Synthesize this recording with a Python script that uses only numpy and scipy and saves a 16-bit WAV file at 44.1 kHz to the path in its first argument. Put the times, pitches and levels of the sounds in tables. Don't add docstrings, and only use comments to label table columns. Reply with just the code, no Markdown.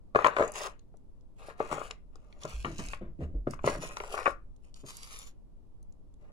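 import sys
import numpy as np
from scipy import signal
from scipy.fft import rfft, irfft, next_fast_len
from scipy.io import wavfile
from scipy.ndimage import map_coordinates

SR = 44100
rng = np.random.default_rng(int(sys.argv[2]) if len(sys.argv) > 2 else 0)


def digitize_waveform(pressure):
    field = np.atleast_2d(pressure).T
    bounded = np.clip(field, -1, 1)
    quanta = np.round(bounded * 32767).astype(np.int16)
    wavfile.write(sys.argv[1], SR, quanta)


N = 278712

# start in seconds, relative level in dB,
# hardness in dB (panels over hollow body).
BLOWS = [(0.149, -19, -6), (0.158, -12, -1.5), (0.189, -19, 0.5), (0.245, -12, 9.5), (0.257, -17.5, 0),
         (0.264, -14, 7), (0.281, -26, 0.5), (0.366, -21.5, 4), (0.385, -22.5, -1), (0.396, -18, -4.5),
         (0.406, -18, -12), (0.418, -22, -1.5), (0.425, -18, 0), (0.436, -24, 0), (0.941, -56.5, -19),
         (1.485, -37.5, -26), (1.603, -21, -11), (1.714, -28.5, -1), (1.726, -24.5, -1), (1.782, -32.5, -5),
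         (1.815, -31.5, -2), (1.908, -41, 6), (2.155, -50.5, -1.5), (2.451, -28.5, -5), (2.647, -32, 31),
         (2.934, -34, 11), (3.206, -44.5, -11), (3.471, -26.5, -9.5), (3.535, -35.5, 6.5), (3.591, -43, 9),
         (3.642, -21.5, -10.5), (3.675, -15.5, -5), (3.751, -32.5, 0), (3.835, -32.5, -7),
         (3.969, -32.5, 10), (4.004, -32.5, -2.5), (4.037, -34, 4), (4.141, -25.5, -3), (4.177, -30, 9.5),
         (4.189, -26.5, 5), (4.258, -23, 9.5), (4.264, -18.5, 9.5), (4.277, -18, -4), (4.839, -50, -9)]
# frequency in Hz, relative level in dB,
# t60 in seconds without the sole's damping.
SHELL_MODES = [(365, -12, 0.032), (439, -1.5, 0.047), (581.4, 2.5, 0.052), (614.4, 4.5, 0.031),
               (783, 0.5, 0.016), (897, -1.5, 0.014), (1064.4, -5.5, 0.048), (1162, 1, 0.023),
               (1292, 3, 0.014), (1442, -10.5, 0.063), (1640, -23, 0.17), (1846, -8.5, 0.013),
               (2235, -20, 0.028), (2420, -17, 0.016), (2835, -17, 0.012), (3400, -20.5, 0.007),
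               (3960, -15, 0.0033)]
BODY_TOP_HZ, PANEL_TOP_HZ = 820, 1760
# frequency in Hz, relative level in dB per Hz.
RUMBLE_SPECTRUM = [(8, 3.5), (25, -1), (45, -4.5), (65, -10.5), (100, -16.5), (200, -38.5), (500, -93)]
PUSH_RISE_S, PUSH_FALL_S = 0.08, 0.126


def amp(db):
    return 10 ** (np.asarray(db) / 20)


def unit(x):
    return x / np.sqrt(np.mean(x ** 2) + 1e-20)


def peaked(x):
    return x / np.abs(x).max()


def along(points, hz):
    f, v = np.transpose(points)
    return np.interp(np.log(hz + 1), np.log(f + 1), v)


def fade(t, t60):
    return np.exp(-np.log(1000) * t / np.maximum(t60, 1e-3))


def onset(t, attack_s):
    return 1 - np.exp(-t / attack_s)


def filtered(x, response):
    n = x.shape[-1]
    m = next_fast_len(n + 8192)
    return irfft(rfft(x, m) * response(np.fft.rfftfreq(m, 1 / SR)), m)[..., :n]


def coloured(x, spectrum):
    return unit(filtered(x, lambda hz: amp(along(spectrum, hz))))


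def hump(hz, centre_hz, octaves):
    return np.exp(-.5 * (np.log2((hz + 1) / centre_hz) / octaves) ** 2)


def add(track, s, sound):
    start = max(round(s * SR), 0)
    part = track[..., start:start + sound.shape[-1]]
    part += sound[..., :part.shape[-1]]


def grains(rate, spread_db):
    hits = rng.random(N) < rate / SR
    signs = rng.choice([-1, 1], N)
    sizes = amp(spread_db * np.clip(rng.standard_normal(N), -2, 2))
    return unit(hits * signs * sizes)


def wobble(rate):
    knots = rng.standard_normal(int(N * rate / SR) + 4)
    return map_coordinates(knots, [np.arange(N) * rate / SR])


def resonate(x, modes):
    t = np.arange(SR // 8) / SR
    ring = np.zeros(len(t))
    for k, (hz, db, t60) in enumerate(modes):
        ring += (-1) ** k * amp(db) * np.sin(2 * np.pi * hz * t) * fade(t, t60)
    return signal.fftconvolve(x, ring / np.linalg.norm(ring))[:N]


def swell(start, end, rise_s, fall_s, gained_db=0):
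    t = np.arange(N) / SR
    hold = amp(np.interp(t, [start, end], [-gained_db / 2, gained_db / 2]))
    return hold * fade(np.maximum(start - t, 0), rise_s) * fade(np.maximum(t - end, 0), fall_s)


def background(flutter_db=-51, air_db=-63.5):
    # frequency in Hz, relative level in dB per Hz.
    air_spectrum = [(53, -29.5), (90, -7.5), (188, -8), (271, -10), (337, -14), (658, -22), (717, -26),
                    (930, -26.5), (1670, -43.5), (4130, -47.5), (9200, -51), (10300, -49.5), (15800, -63.5)]
    low, air = rng.standard_normal((2, 2, N))
    return amp(flutter_db) * coloured(low, RUMBLE_SPECTRUM) + amp(air_db) * coloured(air, air_spectrum)


def rumble(gain_db=-3.5, side_db=-20, rise_s=0.6, fall_s=1):
    # start in seconds, end in seconds, relative level in dB.
    weight_shifts = [(1.6, 1.904, -56), (2.571, 3.73, -44), (4.08, 4.45, -51)]
    load = sum(amp(db) * swell(start, end, rise_s, fall_s) for start, end, db in weight_shifts)
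    mid, side = coloured(rng.standard_normal((2, N)), RUMBLE_SPECTRUM)
    return amp(gain_db) * load * (mid + amp(side_db) * np.array([side, -side]))


def booms(attack_s=0.014):
    # start in seconds, peak in dB, frequency in Hz, t60 in seconds.
    deep_bumps = [(2.535, -36.5, 52, 0.37), (3.219, -37.5, 76, 0.26), (3.348, -32, 44.5, 0.23)]
    out, t = np.zeros(N), np.arange(SR // 2) / SR
    for s, db, hz, t60 in deep_bumps:
        swing = np.sin(2 * np.pi * hz * t) * fade(t, t60) * onset(t, attack_s)
        add(out, s, amp(db) * peaked(swing))
    return out


def scuffs(gain_db=-5, sand_db=-4, judder_db=3.5):
    # start in seconds, end in seconds, relative level in dB, dB gained from start to end.
    drags = [(4.764, 4.795, -62.5, 8.5), (4.875, 5.129, -54.5, -1.5), (5.142, 5.274, -52.5, -7.5)]
    # frequency in Hz, relative level in dB per Hz.
    scuff_spectrum = [(240, -33), (400, -5.5), (850, -4.5), (1190, 2), (1810, -12.5), (2950, -8.5),
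                      (5060, -3.5), (7320, -7), (7910, -10.5), (10400, -10.5), (13300, -17), (15800, -25)]
    drag = np.zeros(N)
    for start, end, db, gained_db in drags:
        drag += amp(db) * swell(start, end, PUSH_RISE_S, PUSH_FALL_S, gained_db)
    dust = rng.standard_normal(N) + amp(sand_db) * grains(rate=560, spread_db=9)
    dust *= amp(judder_db * wobble(50))
    return amp(gain_db) * drag * coloured(dust, scuff_spectrum)


def agitation():
    # start in seconds, end in seconds,
    # relative level of the shell in dB, panels over body in dB, relative level of the grit in dB,
    # dB gained from start to end.
    pushes = [(0.191, 0.327, -44.5, -0.5, -64, -9.5), (0.369, 0.488, -42.5, -4, -58.5, -4.5),
              (0.554, 0.664, -45.5, -1.5, -48, -1), (1.387, 1.501, -60.5, 1, -65.5, 9.5),
              (1.597, 1.709, -52.5, 0, -64, -4.5), (1.712, 1.917, -53.5, -3.5, -60, -15),
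              (2.129, 2.43, -72.5, -6, -86, 6.5), (2.419, 2.53, -61, 2.5, -58, 2),
              (2.505, 2.772, -74, -10, -61.5, -4), (2.79, 2.943, -66, -2, -54.5, -7),
              (3.217, 3.235, -68, 2.5, -70, 7), (3.512, 3.533, -84, 0.5, -59.5, -2.5),
              (3.665, 3.779, -47.5, -0.5, -52, -15.5), (3.824, 3.934, -55.5, 2.5, -53.5, -13),
              (3.953, 4.119, -56, -4.5, -61, 7), (4.128, 4.305, -49, -3, -55, -9),
              (4.643, 4.689, -82, 3.5, -79.5, -4.5), (6.212, 6.29, -68, -5.5, -90, -2)]
    rattle_db, rattle_t60_s, rattle_rise_s, rattle_grit_db = -20, 0.083, 0.008, -11.5
    power, t = np.zeros((3, N)), np.arange(SR // 2) / SR
    for start, end, shell_db, panel_db, grit_db, gained_db in pushes:
        push = swell(start, end, PUSH_RISE_S, PUSH_FALL_S, gained_db)
        power += np.outer(amp([shell_db, shell_db + panel_db, grit_db]), push) ** 2
    for s, db, hard_db in BLOWS:
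        rattle = amp(db + rattle_db) * fade(t, rattle_t60_s) * onset(t, rattle_rise_s)
        shares = amp([0, hard_db / 2, rattle_grit_db + hard_db / 2])
        add(power, s, np.outer(shares, rattle) ** 2)
    return np.sqrt(power)


def grinding(pressure, gain_db=-5, hiss_db=-5, hub_db=-13, judder_db=1.5):
    # frequency in Hz, relative level in dB per Hz.
    grit_spectrum = [(400, -20), (900, -13.5), (1500, -11), (2000, -14.5), (2600, -5.5), (3600, -15.5),
                     (4900, -9), (6600, -12.5), (8200, -15.5), (10500, -17.5), (13200, -26), (15800, -25.5)]
    # frequency in Hz, relative level in dB, t60 in seconds.
    hub_modes = [(1616, 3.5, 0.031), (2760, -3.5, 0.011), (5800, -4.5, .008), (6600, -5, 0.029)]
    dust = grains(rate=900, spread_db=5.5) + amp(hiss_db) * rng.standard_normal(N)
    dust *= amp(judder_db * wobble(60))
    grit = coloured(dust, grit_spectrum)
    hubs = amp(hub_db) * unit(resonate(dust, hub_modes))
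    return amp(gain_db) * pressure * (grit + hubs)


def ticks(pressure, t60_s=0.0053, attack_s=0.00028, octaves=0.575, gain_db=-3):
    # start in seconds, relative level in dB, centre frequency in Hz.
    cracks = [(0.2443, -30.5, 2868), (0.2702, -28.5, 6035), (0.3681, -33, 2697), (0.4781, -40, 6770),
              (0.5193, -38, 8110), (0.5382, -42.5, 6070), (0.7934, -53, 4880), (0.9697, -58, 6300),
              (1.2099, -66, 5070), (1.73, -43, 5500), (1.9099, -33.5, 3240), (2.1563, -47, 4970),
              (2.3264, -51.5, 3020), (2.4344, -38.5, 4400), (2.4523, -41, 6170), (2.4948, -38, 7000),
              (2.6268, -46, 5230), (2.7825, -37.5, 6070), (2.8628, -36.5, 6980), (2.8857, -34.5, 4350),
              (2.9335, -30.5, 1870), (3.5094, -40, 7246), (3.6741, -33.5, 4100), (3.8305, -40, 5086),
              (3.9692, -34.5, 4030), (4.0017, -32, 2600), (4.2551, -40.5, 5000), (4.563, -61.5, 6200),
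              (4.742, -47, 4910), (4.9689, -34, 8060), (5.0311, -36.5, 5216), (5.1292, -38.5, 7030),
              (5.1888, -36.5, 7560), (5.828, -58.5, 6950), (5.9241, -61.5, 5870), (6.1399, -64.5, 5900)]
    pops_per_s, pop_hz, pop_db, pop_spread_db = 14, 6000, 11, 3.5
    out, t = np.zeros(N), np.arange(SR // 30) / SR
    chance, size = rng.random(N), rng.standard_normal(N)
    events = [(s, amp(db), hz) for s, db, hz in cracks]
    for i in np.flatnonzero(chance < pops_per_s / SR):
        events.append((i / SR, pressure[i] * amp(pop_db + pop_spread_db * size[i]), pop_hz))
    for s, gain, pitch_hz in events:
        crack = filtered(rng.standard_normal(len(t)), lambda hz: hump(hz, pitch_hz, octaves))
        crack *= fade(t, t60_s) * onset(t, attack_s)
        add(out, s, gain * amp(gain_db) * peaked(crack))
    return out


def thuds(gain_db=-7, box_db=-9, clatter_gain_db=-3, box_t60_s=0.48, clatter_t60_s=0.45):
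    # start in seconds, relative level in dB, relative clatter level in dB, t60 in seconds.
    weight_blows = [(0.399, -40.5, 7.5, 0.21), (1.713, -42, 8.5, 0.34), (2.444, -41, -3.5, 0.148),
                    (2.645, -31, -5, 0.27), (2.699, -41, -15, 0.22), (2.789, -33.5, -3, 0.17),
                    (3.011, -36.5, -13.5, 0.26), (3.188, -41, -25, 0.78), (3.208, -31, -20, 0.21),
                    (3.342, -38.5, -24, 0.16), (3.469, -25.5, -20, 0.1), (3.645, -25.5, -9.5, 0.14),
                    (3.676, -25.5, 3.5, 0.1), (3.761, -41, -13, 0.54), (4.835, -38.5, -19, 0.11)]
    # frequency in Hz, relative level in dB per Hz.
    body_spectrum = [(30, -23.5), (80, -11), (140, 5.5), (220, -4), (330, 0), (500, -14.5), (900, -36.5),
                     (1800, -70)]
    box_spectrum = [(150, -25), (350, -9.5), (450, 20.5), (680, 20), (900, -18), (1800, -41)]
    clatter_spectrum = [(400, -14.5), (900, 10), (1300, 10), (2300, -9.5), (4000, -19), (9000, -43)]
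    out, t = np.zeros(N), np.arange(SR // 3) / SR
    for s, db, clatter_db, t60 in weight_blows:
        low, middle, high = rng.standard_normal((3, len(t)))
        body = coloured(low, body_spectrum) * fade(t, t60)
        box = amp(box_db) * coloured(middle, box_spectrum) * fade(t, min(t60, box_t60_s))
        clatter = coloured(high, clatter_spectrum) * fade(t, min(t60, clatter_t60_s))
        clatter *= amp(clatter_db + clatter_gain_db)
        add(out, s, amp(db + gain_db) * (body + box + clatter) * onset(t, 0.0015))
    return out


def rolling(body_drive, panel_drive, body_db=-1, panel_db=-1, judder_db=3.0):
    bumps = unit(grains(rate=1300, spread_db=0.5) * amp(judder_db * wobble(61)))
    body_modes = [mode for mode in SHELL_MODES if mode[0] < BODY_TOP_HZ]
    upper_modes = [mode for mode in SHELL_MODES if mode[0] >= BODY_TOP_HZ]
    body = resonate(bumps * body_drive, body_modes)
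    panels = resonate(bumps * panel_drive, upper_modes)
    return amp(body_db) * body + amp(panel_db) * panels


def knocks(gain_db=1, attack_s=0.0011):
    bend = 0.02
    sole_t60_s = 0.07
    edge_db, edge_growth = -21.5, 1.5
    out, t = np.zeros(N), np.arange(SR // 10) / SR
    hz, mode_db, t60 = np.transpose(SHELL_MODES)
    part = np.digitize(hz, [BODY_TOP_HZ, PANEL_TOP_HZ])
    for s, db, hard_db in BLOWS:
        strength, detune, phase = rng.standard_normal((3, len(hz)))
        bent_hz = hz * (1 + bend * detune)
        modes = np.sin(2 * np.pi * np.outer(bent_hz, t) + np.pi * phase[:, None])
        modes *= amp(mode_db + 2 * strength)[:, None]
        modes *= fade(t, t60[:, None]) * onset(t, attack_s) * fade(t, sole_t60_s)
        shares = amp([0, hard_db, edge_db + edge_growth * hard_db])
        ring = sum(share * unit(modes[part == k].sum(axis=0)) for k, share in enumerate(shares))
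        add(out, s, amp(db + gain_db) * peaked(ring))
    return out


def room_response(near_db):
    # frequency in Hz, t60 in seconds.
    room_decay = [(100, 0.48), (500, 0.16), (2000, 0.26), (12000, 0.12)]
    wet_db, near_t60_s = -10.5, 0.014
    hz, t, z = signal.stft(rng.standard_normal((2, SR // 4)), SR, nperseg=256)
    apart = np.clip(np.sqrt(hz / 1300), 0, 1)[:, None] * np.pi / 4
    z = np.array([np.cos(apart) * z[0] + side * np.sin(apart) * z[1] for side in (1, -1)])
    z = z * fade(t, along(room_decay, hz)[:, None]) * onset(t, 0.0016)
    tail = signal.istft(z, SR, nperseg=256)[1]
    tail *= amp(wet_db) / np.linalg.norm(tail[0])
    near_t = np.arange(SR // 50) / SR
    near = rng.standard_normal((2, len(near_t))) * fade(near_t, near_t60_s)
    near = signal.sosfilt(signal.butter(2, 2500, "high", fs=SR, output="sos"), near)
    add(tail, 0, amp(near_db) * near / np.linalg.norm(near[0]))
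    return tail


def room(x, near_db):
    # frequency in Hz, lag of the left port in radians.
    port_lag = [(60, .08), (300, .15), (600, .4), (930, .6), (1200, 2.2), (1900, 3.0), (2800, 4.05),
                (3800, 6.1), (5000, 6.2), (16000, 6.25)]
    direct = filtered(x, lambda hz: np.exp(np.outer([-.5j, .5j], along(port_lag, hz))))
    echo = np.zeros((2, N))
    hop = SR // 8
    blend = np.sin(np.pi * np.arange(2 * hop) / (2 * hop))
    for start in range(0, N, hop):
        tail = room_response(near_db)
        piece = x[start:start + 2 * hop]
        piece = piece * blend[:len(piece)]
        add(echo, start / SR, signal.fftconvolve(piece[None], tail, axes=1))
    return direct + echo


def scene():
    body_drive, panel_drive, pressure = agitation()
    crackle = room(grinding(pressure) + ticks(pressure) + scuffs(), near_db=4)
    truck = room(knocks() + rolling(body_drive, panel_drive) + thuds(), near_db=5.5)
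    return rumble() + booms() + crackle + truck


def record(dry):
    # frequency in Hz, gain in dB.
    left_port = [(200, 5.5), (500, 4.5), (800, 3.5), (1120, 7.5), (1450, 5.5), (2100, 11), (2800, 8.5),
                 (3700, 0.5), (5000, -3.5), (7000, 8), (8300, -1), (10200, -11), (12500, -13),
                 (15000, -3.5)]
    right_port = [(200, 6), (500, 1.5), (800, -1), (1120, -9), (1450, -1.5), (2100, 8.5), (2800, 5),
                  (3700, 6), (5000, 1), (7000, 0.5), (8300, 2.5), (10200, 8), (12500, -0.5), (15000, -5)]
    top_hz = 15850
    ports = filtered(dry, lambda hz: amp([along(left_port, hz), along(right_port, hz)]))
    return filtered(ports + background(), lambda hz: hz < top_hz)


dry = scene()
out = record(dry)
digitize_waveform(out)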